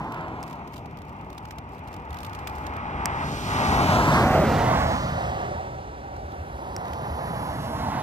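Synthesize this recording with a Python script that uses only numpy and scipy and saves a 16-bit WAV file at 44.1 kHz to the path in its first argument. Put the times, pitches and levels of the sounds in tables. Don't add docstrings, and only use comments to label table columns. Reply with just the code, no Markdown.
import sys
import numpy as np
from scipy import signal
from scipy.fft import rfft, irfft, next_fast_len
from scipy.io import wavfile
from scipy.ndimage import map_coordinates

SR = 44100
rng = np.random.default_rng(int(sys.argv[2]) if len(sys.argv) > 2 else 0)


def persist_wave(psi):
    counts = np.round(np.clip(psi, -1, 1) * 32767).astype(np.int16)
    wavfile.write(sys.argv[1], SR, np.atleast_2d(counts).T)


N = 353682
TIME = np.arange(N) / SR

# closest_s, rightward_m_per_s, distance_m, then relative to the pickup
# boom_db, drone_db, body_db, tread_db, hum_db, rush_db, hiss_db, and last tread_hz, groove_hz
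VEHICLES = [(-0.39, -21, 12, -20.5, -18.3, -13.5, -17, -16, -18, -28, 930, 1300),
            (4.28, 30, 17, 0, 0, 0, 0, 0, 0, 0, 795, 1270),
            (8.85, -19, 25, -3, 1.8, -1.5, 2.7, -2, -6, -4, 810, 1230)]
CARRY = {"boom": (-30.3, 0.15, 5.5, 4.5, 2, 0.3, 0, -50), "drone": (-23.7, 0.48, 5, 4, 2, 0.05, 0, -44.3),
         "body": (-25.7, 0.17, -0.3, -1.3, 1.6, 0.45, 2.5, -50),
         "tread": (-25.2, 0.41, 8.6, 7, 1.9, 1.2, 0, -47.5), "hum": (-36, 0.28, 13, 7, 3, 1.2, 0, -55),
         "rush": (-26.8, 0.35, 8.6, 3.5, 1.5, 0.8, 0, -53.5),
         "hiss": (-38.7, 0.45, 10.5, 4.3, 1, 0.02, 11, -73),
         "sizzle": (-45.5, 0.7, 8.5, 4, 1.3, 0.02, 10, -90)}
SCATTER_DB = {"body": -19, "tread": -15, "rush": -12, "hiss": -7}
# multiple of ENGINE_HZ, level_db
ENGINE_ORDERS = [(2, -32.5), (3, -35), (5, -36)]
# frequency_hz, relative_db
EXHAUST_RUMBLE = [(20, -51), (35, -17), (55, -1), (75, 0.5), (95, -1.5), (130, -17.5), (220, -46)]
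EXHAUST_DRONE = [(70, -23), (115, 2.5), (150, 2.5), (200, -1), (290, -3.5), (400, -15.5), (700, -34)]
TYRE_BODY = [(200, -16), (330, -2), (480, 0), (620, -1), (800, -3), (1200, -32)]
TYRE_RUSH = [(600, -22), (900, 2), (1200, -1), (1550, -6.5), (1950, -5.5), (2500, -10.5), (3400, -22),
             (6000, -41)]
TYRE_HISS = [(1300, -11), (2100, 0.5), (2900, 5), (4200, 3.2), (6000, -0.6), (8500, -9), (11000, -13.5),
             (15000, -19)]
TYRE_SIZZLE = [(3500, -24), (6000, -2), (8500, -9), (11000, -8), (15000, -3)]
GRIT_COLOUR = [(900, 16), (2500, 8), (5000, 8.5), (8000, 1), (11000, -1), (15000, 3)]
# centre_hz, width_hz, level_db
WHOOSH_BANDS = [(600, 75, -23.5), (385, 65, -30)]
# rightward_m, half_width_m, shade_db
BUSHES = [(-26.3, 2.9, 11.5), (23.4, 2.0, 4), (48.5, 4.2, 8.5)]
# delay_ms (source straight ahead), slide_ms per ms of port lead, level_db
REFLECTIONS = [(2.2, 3, -19), (4.1, -4.5, -16.5), (7.3, 8, -14.5)]
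# time_s, centre_hz, depth_db
GROUND_DIP = [(0, 540, 3), (0.7, 510, 2), (2, 500, 2), (3.3, 480, 2), (4.2, 400, 1), (4.7, 450, 4.5),
              (5.15, 330, 4), (5.7, 215, 4.5), (6.3, 190, 4.5), (7, 245, 4.5), (7.4, 365, 4.5), (8, 480, 8)]
# frequency_hz, lag_rad
PORT_LAG = [(120, 0.02), (280, 0.25), (500, 0.62), (800, 0.55), (1250, 0.85), (2000, -0.15), (3500, -0.1),
            (7000, -0.1)]
# frequency_hz, far_right_db, half_right_db, half_left_db, far_left_db
PORT_BALANCE = [(120, .2, .2, .3, .3), (350, 1.2, 1, 1, .8), (500, 0, -2.5, .3, 1.2),
                (720, -3.5, -4, -.8, 3.5), (1020, -.5, -6, 0, 3), (1350, -3, -5, -2.3, -1.8),
                (1750, -3.5, -5.3, -5, -3), (2100, -.5, -3.8, -3, -3), (2800, -3.5, -3.3, -2.5, -3.3),
                (4000, -2.5, -2, -3, -3.2), (5000, 0, -2.2, -1, -3), (8000, -1.5, -.5, -4, -4)]
PORT_DIRECTIONS = [-.75, -.35, .6, .92]
# start_s, relative_db
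CRUNCHES = [(0.1214, -36), (0.143, -40), (0.209, -45), (0.2808, -47), (0.435, -42), (0.4768, -45),
            (0.497, -47), (0.5092, -42), (0.5275, -43), (0.6739, -45), (0.7383, -41), (0.759, -44),
            (0.7642, -43), (0.7776, -44), (0.857, -46), (0.9713, -43), (0.987, -46), (1.0183, -43),
            (1.3009, -43), (1.3279, -45), (1.3788, -36.5), (1.4526, -39), (1.507, -35.5), (1.5832, -35),
            (1.8731, -47), (1.8831, -46), (1.9275, -44), (1.939, -42), (1.9639, -45), (2.1056, -42),
            (2.128, -39), (2.1425, -40), (2.1685, -41), (2.186, -37), (2.2039, -41), (2.2304, -37),
            (2.2463, -34.5), (2.263, -42), (2.2952, -44), (2.3311, -40), (2.3478, -36.5), (2.3888, -42),
            (2.4713, -28), (2.4955, -40), (2.5511, -45), (2.665, -34.5), (2.7367, -45), (2.7656, -38.5),
            (6.163, -48), (6.3182, -47), (6.853, -42), (6.8804, -42), (6.9325, -36)]
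# centre_s, half_length_s, relative_db
SCUFFS = [(0.49, 0.06, -62), (0.756, 0.054, -64), (1.3, 0.3, -68), (1.747, 0.028, -61.5),
          (1.914, 0.056, -67), (2.277, .14, -61.5), (2.59, 0.083, -56.5)]
# start_s, snap_db, ring_pitch_hz, ring_db
PEBBLE_SNAPS = [(0.4292, -41, 5400, -43), (2.4725, -41, 2700, -31), (3.0571, -21, 4700, -26),
                (6.7645, -35.5, 5500, -30)]
# pitch_hz, relative_db, t60_s
PEBBLE_MODES = [(950, -8, .0025), (1500, 13, 0.0022), (2350, 10.5, 0.0022), (4670, 7, 0.004),
                (5550, 12, 0.0026), (8060, 11, 0.002), (13500, 11, .001)]
# centre_s, level_db
PUFFS = [(2.11, -33.5), (4.0, -22.5), (6.08, -37), (6.26, -35), (6.41, -30.5), (6.548, -34), (6.94, -35),
         (7.14, -31)]

SOUND_M_PER_S, REFERENCE_M = 343, 17
ENGINE_HZ = 44.82
PORT_MS = 0.36
MIC_FIRST_RAD, MIC_FINAL_RAD, MIC_SWING_S = -0.05, 0.37, 2.4
HEDGE_END_M, HEDGE_EDGE_M = -32.5, 1.5
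SIDE_ON_RAD, SIDE_ON_WIDTH_RAD, SIDE_ON_PITCH_SAG = 0.26, 0.19, 0.19
SIDE_ON_TREBLE_LOSS_DB, SIDE_ON_TREAD_LOSS_DB = 3.8, 2.5
SURGE_RAD, SURGE_WIDTH_RAD, SURGE_DB = 0.57, 0.09, 2.8


def passing(closest_s, speed, distance):
    along = speed * (TIME - closest_s)
    metres = np.hypot(along, distance)
    doppler = 1 / (1 + speed * along / metres / SOUND_M_PER_S)
    return along, metres, np.arctan2(along, distance), doppler


def highway():
    power = {layer: from_db(row[-1]) ** 2 for layer, row in CARRY.items()}
    weights, traits = [], []
    facing = np.interp(TIME, [0, MIC_SWING_S], [MIC_FIRST_RAD, MIC_FINAL_RAD])
    for closest_s, speed, distance, *levels_db, tread_hz, groove_hz in VEHICLES:
        boom_db, drone_db, body_db, tread_db, hum_db, rush_db, hiss_db = levels_db
        along, metres, bearing, doppler = passing(closest_s, speed, distance)
        side_on = bell(bearing, SIDE_ON_RAD, SIDE_ON_WIDTH_RAD)
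        surge_db = SURGE_DB * bell(bearing * np.sign(speed), SURGE_RAD, SURGE_WIDTH_RAD)
        dull_db = SIDE_ON_TREBLE_LOSS_DB * side_on
        own_db = dict(boom=boom_db, drone=drone_db, body=body_db, hum=hum_db + surge_db,
                      tread=tread_db - SIDE_ON_TREAD_LOSS_DB * side_on + surge_db,
                      rush=rush_db - dull_db, hiss=hiss_db - dull_db, sizzle=hiss_db)
        shade_db = sum(db * bell(along, place, width) for place, width, db in BUSHES)
        hidden = .5 - .5 * np.tanh((along - HEDGE_END_M) / HEDGE_EDGE_M / 2)
        heard = {}
        for layer, (db, db_per_m, ahead_db, behind_db, narrow, shaded, hedge_db, _) in CARRY.items():
            beam_db = np.where(TIME < closest_s, ahead_db, behind_db) * np.abs(along / metres) ** narrow
            lost_db = db_per_m * (metres - REFERENCE_M) + shaded * shade_db + hedge_db * hidden
            heard[layer] = (from_db(db + own_db[layer] + beam_db - lost_db) * REFERENCE_M / metres) ** 2
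            power[layer] = power[layer] + heard[layer]
        lead_ms = PORT_MS * np.sin(facing - bearing)
        sag = 1 - SIDE_ON_PITCH_SAG * side_on
        weights.append(heard["tread"])
        traits.append(np.array([lead_ms, tread_hz * doppler * sag, groove_hz * doppler]))
    loudest = sum(weight * trait for weight, trait in zip(weights, traits)) / sum(weights)
    return {layer: 10 * np.log10(p) for layer, p in power.items()}, loudest


def tyres(level_db, lead_ms, tread_hz, groove_hz, rear_late_s=0.09):
    tread = resonance(tread_hz, width_hz=340) * from_db(level_db["tread"] + 0.73 * drift(14))
    hum = resonance(tread_hz * (1 + .025 * drift(9)), width_hz=80) * from_db(level_db["hum"])
    tread = at_ports(tread + hum, lead_ms, SCATTER_DB["tread"])
    body = noise(TYRE_BODY) * from_db(level_db["body"] + drift(14))
    body = at_ports(body, lead_ms, SCATTER_DB["body"])
    groove = resonance(groove_hz, width_hz=560)
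    groove += from_db(-9.5) * resonance(groove_hz * (1 + 0.028 * drift(7)), width_hz=58)
    rush = (noise(TYRE_RUSH) + from_db(-3.5) * groove) * from_db(level_db["rush"] + drift(18))
    rush = at_ports(rush, 0.93 * lead_ms, SCATTER_DB["rush"])
    hiss = np.zeros((2, N))
    for axle_lead_ms in (lead_ms, np.interp(TIME - rear_late_s, TIME, lead_ms)):
        air = noise(TYRE_HISS) * from_db(level_db["hiss"] + 0.9 * drift(14))
        hiss += at_ports(air, axle_lead_ms, SCATTER_DB["hiss"]) / np.sqrt(2)
    sizzle = noise(TYRE_SIZZLE, channels=2) * from_db(level_db["sizzle"])
    return body + tread + rush + hiss + sizzle


def engines(level_db, lead_ms):
    sound = noise(EXHAUST_RUMBLE) * from_db(level_db["boom"] + 0.46 * drift(22))
    sound += noise(EXHAUST_DRONE) * from_db(level_db["drone"] + 0.44 * drift(15))
    _, metres, _, _ = passing(*VEHICLES[1][:3])
    sent_s = TIME - metres / SOUND_M_PER_S
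    falloff = (REFERENCE_M / metres) ** 2.3
    for multiple, db in ENGINE_ORDERS:
        cycles = multiple * ENGINE_HZ * sent_s + 0.11 * drift(17)
        sound[0] += np.sqrt(2) * np.sin(2 * np.pi * cycles) * from_db(db + 3.4 * drift(15)) * falloff
    return at_ports(sound, 0.96 * lead_ms, scatter_db=-17)


def whoosh(lead_ms, peak_s=4.42, half_length_s=0.09, fall_oct_per_s=3):
    fall = 2 ** (-fall_oct_per_s * np.clip(TIME - peak_s, -.5, .5))
    bands = sum(from_db(db) * resonance(hz * fall, width_hz) for hz, width_hz, db in WHOOSH_BANDS)
    return at_ports(bands * bell(TIME, peak_s, half_length_s), lead_ms, SCATTER_DB["body"])


def roadside(sound, lead_ms):
    out = sound.copy()
    for delay_ms, slide, db in REFLECTIONS:
        sent_s = TIME - (delay_ms + slide * lead_ms) / 1000
        out += from_db(db) * np.array([np.interp(sent_s, TIME, side) for side in sound])
    return out


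def ground_and_ports(sound, lead_ms, hollow_hz=2400, hollow_db=4):
    hz, frame_s, frames = signal.stft(sound, SR, nperseg=1024)
    octave = np.log2(np.maximum(hz, 1))[:, None]
    dip_s, dip_hz, dip_db = np.transpose(GROUND_DIP)
    dip_octave = np.log2(np.interp(frame_s, dip_s, dip_hz))
    colour_db = -np.interp(frame_s, dip_s, dip_db) * bell(octave, dip_octave, .3)
    direction = np.interp(frame_s, TIME, lead_ms) / PORT_MS
    shares = [np.interp(direction, PORT_DIRECTIONS, one) for one in np.eye(len(PORT_DIRECTIONS))]
    colour_db -= hollow_db * (shares[0] + shares[1]) * bell(octave, np.log2(hollow_hz), .11)
    balance_hz, *columns = np.transpose(PORT_BALANCE)
    balance_db = sum(share * np.interp(octave, np.log2(balance_hz), column)
                     for share, column in zip(shares, columns))
    lag_hz, lag_rad = np.transpose(PORT_LAG)
    left = from_db(balance_db / 2) * np.exp(-.5j * np.interp(octave, np.log2(lag_hz), lag_rad))
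    return signal.istft(frames * from_db(colour_db) * np.array([left, 1 / left]), SR)[1][:, :N]


def cart_grit(faint_per_s=6, turn_ends_s=2.7, crack_rise_s=.0017):
    cracks = np.zeros(N)
    faint = [((k + when) / faint_per_s, -53 + 2.5 * (2 * size - 1))
             for k, (when, size) in enumerate(rng.random((60, 2)))]
    crunches = CRUNCHES + [(s, db) for s, db in faint if s < turn_ends_s]
    rises_s = crack_rise_s * 2 ** rng.uniform(-.6, .6, 200)
    for (start_s, db), rise_s in zip(crunches, rises_s):
        start = int(start_s * SR)
        age = np.maximum(TIME[start:][:2000] - start_s, 0) / rise_s
        cracks[start:][:2000] += from_db(db - 3.8) * age * np.exp(1 - age)
    drag = sum(from_db(db) * bell(TIME, s, half_length_s) for s, half_length_s, db in SCUFFS)
    grains = (rng.random(N) < 45 / SR) * from_db(4.6 * np.minimum(rng.exponential(1, N), 3))
    grains = signal.lfilter([1], [1, -np.exp(-1 / (0.0019 * SR))], grains + 1e-18)
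    grit = noise(GRIT_COLOUR, channels=2) * (cracks + drag * (0.91 + 1.8 * grains))
    knock = resonance(2650 * 2 ** (.22 * drift(30)), width_hz=1900, channels=2) * cracks
    return (grit + from_db(-3.5) * knock) * from_db([[-1.2], [1.2]])


def cart_tyres(up_to_speed_s=0.7, fade_db_per_s=0.7):
    rasp = resonance(2400, width_hz=750) * from_db(1.8 * drift(40))
    level = np.minimum(TIME / up_to_speed_s, 1) * from_db(-58.5 - fade_db_per_s * TIME)
    return at_ports(rasp * level, lead_ms=0.46, scatter_db=0.5)


def pebbles():
    out = np.zeros(N)
    click = signal.unit_impulse(2000)
    for start_s, snap_db, ring_hz, ring_db in PEBBLE_SNAPS:
        snap = sum((-1) ** k * from_db(snap_db + db) * ring(click, hz, t60_s)
                   for k, (hz, db, t60_s) in enumerate(PEBBLE_MODES))
        after_ring = from_db(ring_db) * ring(click, ring_hz, t60_s=.011)
        out[round(start_s * SR):][:len(click)] += snap + after_ring
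    return np.array([out, out])


def insect(full_s=7.35, rise_db_per_s=18, fall_db_per_s=8):
    level_db = -53.2 + np.minimum(rise_db_per_s * (TIME - full_s), fall_db_per_s * (full_s - TIME))
    buzz = resonance(11200, width_hz=1200, channels=2) * from_db(1.2 * drift(35))
    return buzz * from_db(level_db)


def breeze(shake_hz=72):
    shake = sum(from_db(db) * bell(TIME, centre_s, 0.019) for centre_s, db in PUFFS)
    return shake * np.sqrt(2) * np.sin(2 * np.pi * (shake_hz * TIME + 0.15 * drift(25)))


def far_wash(peak_s=6.2, half_length_s=.8):
    swell = from_db(-53.5) * bell(TIME, peak_s, half_length_s)
    return at_ports(resonance(1420, width_hz=720) * swell, lead_ms=-.25, scatter_db=-10)


def at_ports(sound, lead_ms, scatter_db):
    direct = [map_coordinates(sound[0], [(TIME + side * lead_ms / 2000) * SR], order=3, mode="nearest")
              for side in (1, -1)]
    scatter = from_db(scatter_db)
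    return (np.array(direct) + scatter * sound[1:]) / np.sqrt(1 + scatter ** 2)


def noise(spectrum, channels=3):
    size = next_fast_len(N)
    hz, db = np.transpose(spectrum)
    bins_hz = np.maximum(np.arange(size // 2 + 1) * SR / size, 1)
    top_db = db[-1] if hz[-1] > 12000 else -90
    gain = from_db(np.interp(np.log(bins_hz), np.log(hz), db, left=-80, right=top_db))
    return rms_one(irfft(rfft(rng.standard_normal((channels, size))) * gain, size)[:, :N])


def resonance(centre_hz, width_hz, channels=3):
    a, b = butter(rng.standard_normal((2, channels, N)), width_hz / 2, "low")
    phase = 2 * np.pi * np.cumsum(centre_hz * np.ones(N)) / SR
    return rms_one(a * np.cos(phase) + b * np.sin(phase))


def ring(clicks, hz, t60_s):
    decay, step = from_db(-60 / (t60_s * SR)), 2 * np.pi * hz / SR
    return signal.lfilter([0, np.sin(step)], [1, -2 * decay * np.cos(step), decay ** 2], clicks + 1e-18)


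def drift(rate_hz):
    knots = rng.standard_normal(2000)
    return rms_one(np.interp(TIME * rate_hz, np.arange(len(knots)), knots))


def bell(x, centre, half_width):
    return np.exp(-.5 * ((x - centre) / half_width) ** 2)


def butter(x, hz, kind, order=2):
    return signal.sosfilt(signal.butter(order, hz, kind, fs=SR, output="sos"), x)


def from_db(db):
    return 10 ** (np.asarray(db) / 20)


def rms_one(x):
    return x / np.sqrt(np.mean(x ** 2) + 1e-20)


def scene():
    level_db, (lead_ms, tread_hz, groove_hz) = highway()
    traffic = engines(level_db, lead_ms)
    traffic += roadside(tyres(level_db, lead_ms, tread_hz, groove_hz), lead_ms)
    traffic = ground_and_ports(traffic + whoosh(lead_ms) + far_wash(), lead_ms)
    return traffic + cart_grit() + cart_tyres() + pebbles() + insect() + breeze()


def record(dry, split_hz=8900, cutoff_hz=15000, late_samples=14):
    treble = butter(dry[1], split_hz, "high", order=12)
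    below = butter(dry, split_hz, "low", order=12)
    left_treble = -np.r_[np.zeros(late_samples), treble[:-late_samples]]
    top_cut = signal.ellip(10, .2, 80, cutoff_hz, fs=SR, output="sos")
    return signal.sosfilt(top_cut, below + from_db(-1.2) * np.array([left_treble, treble]))


dry = scene()
out = record(dry)
persist_wave(out)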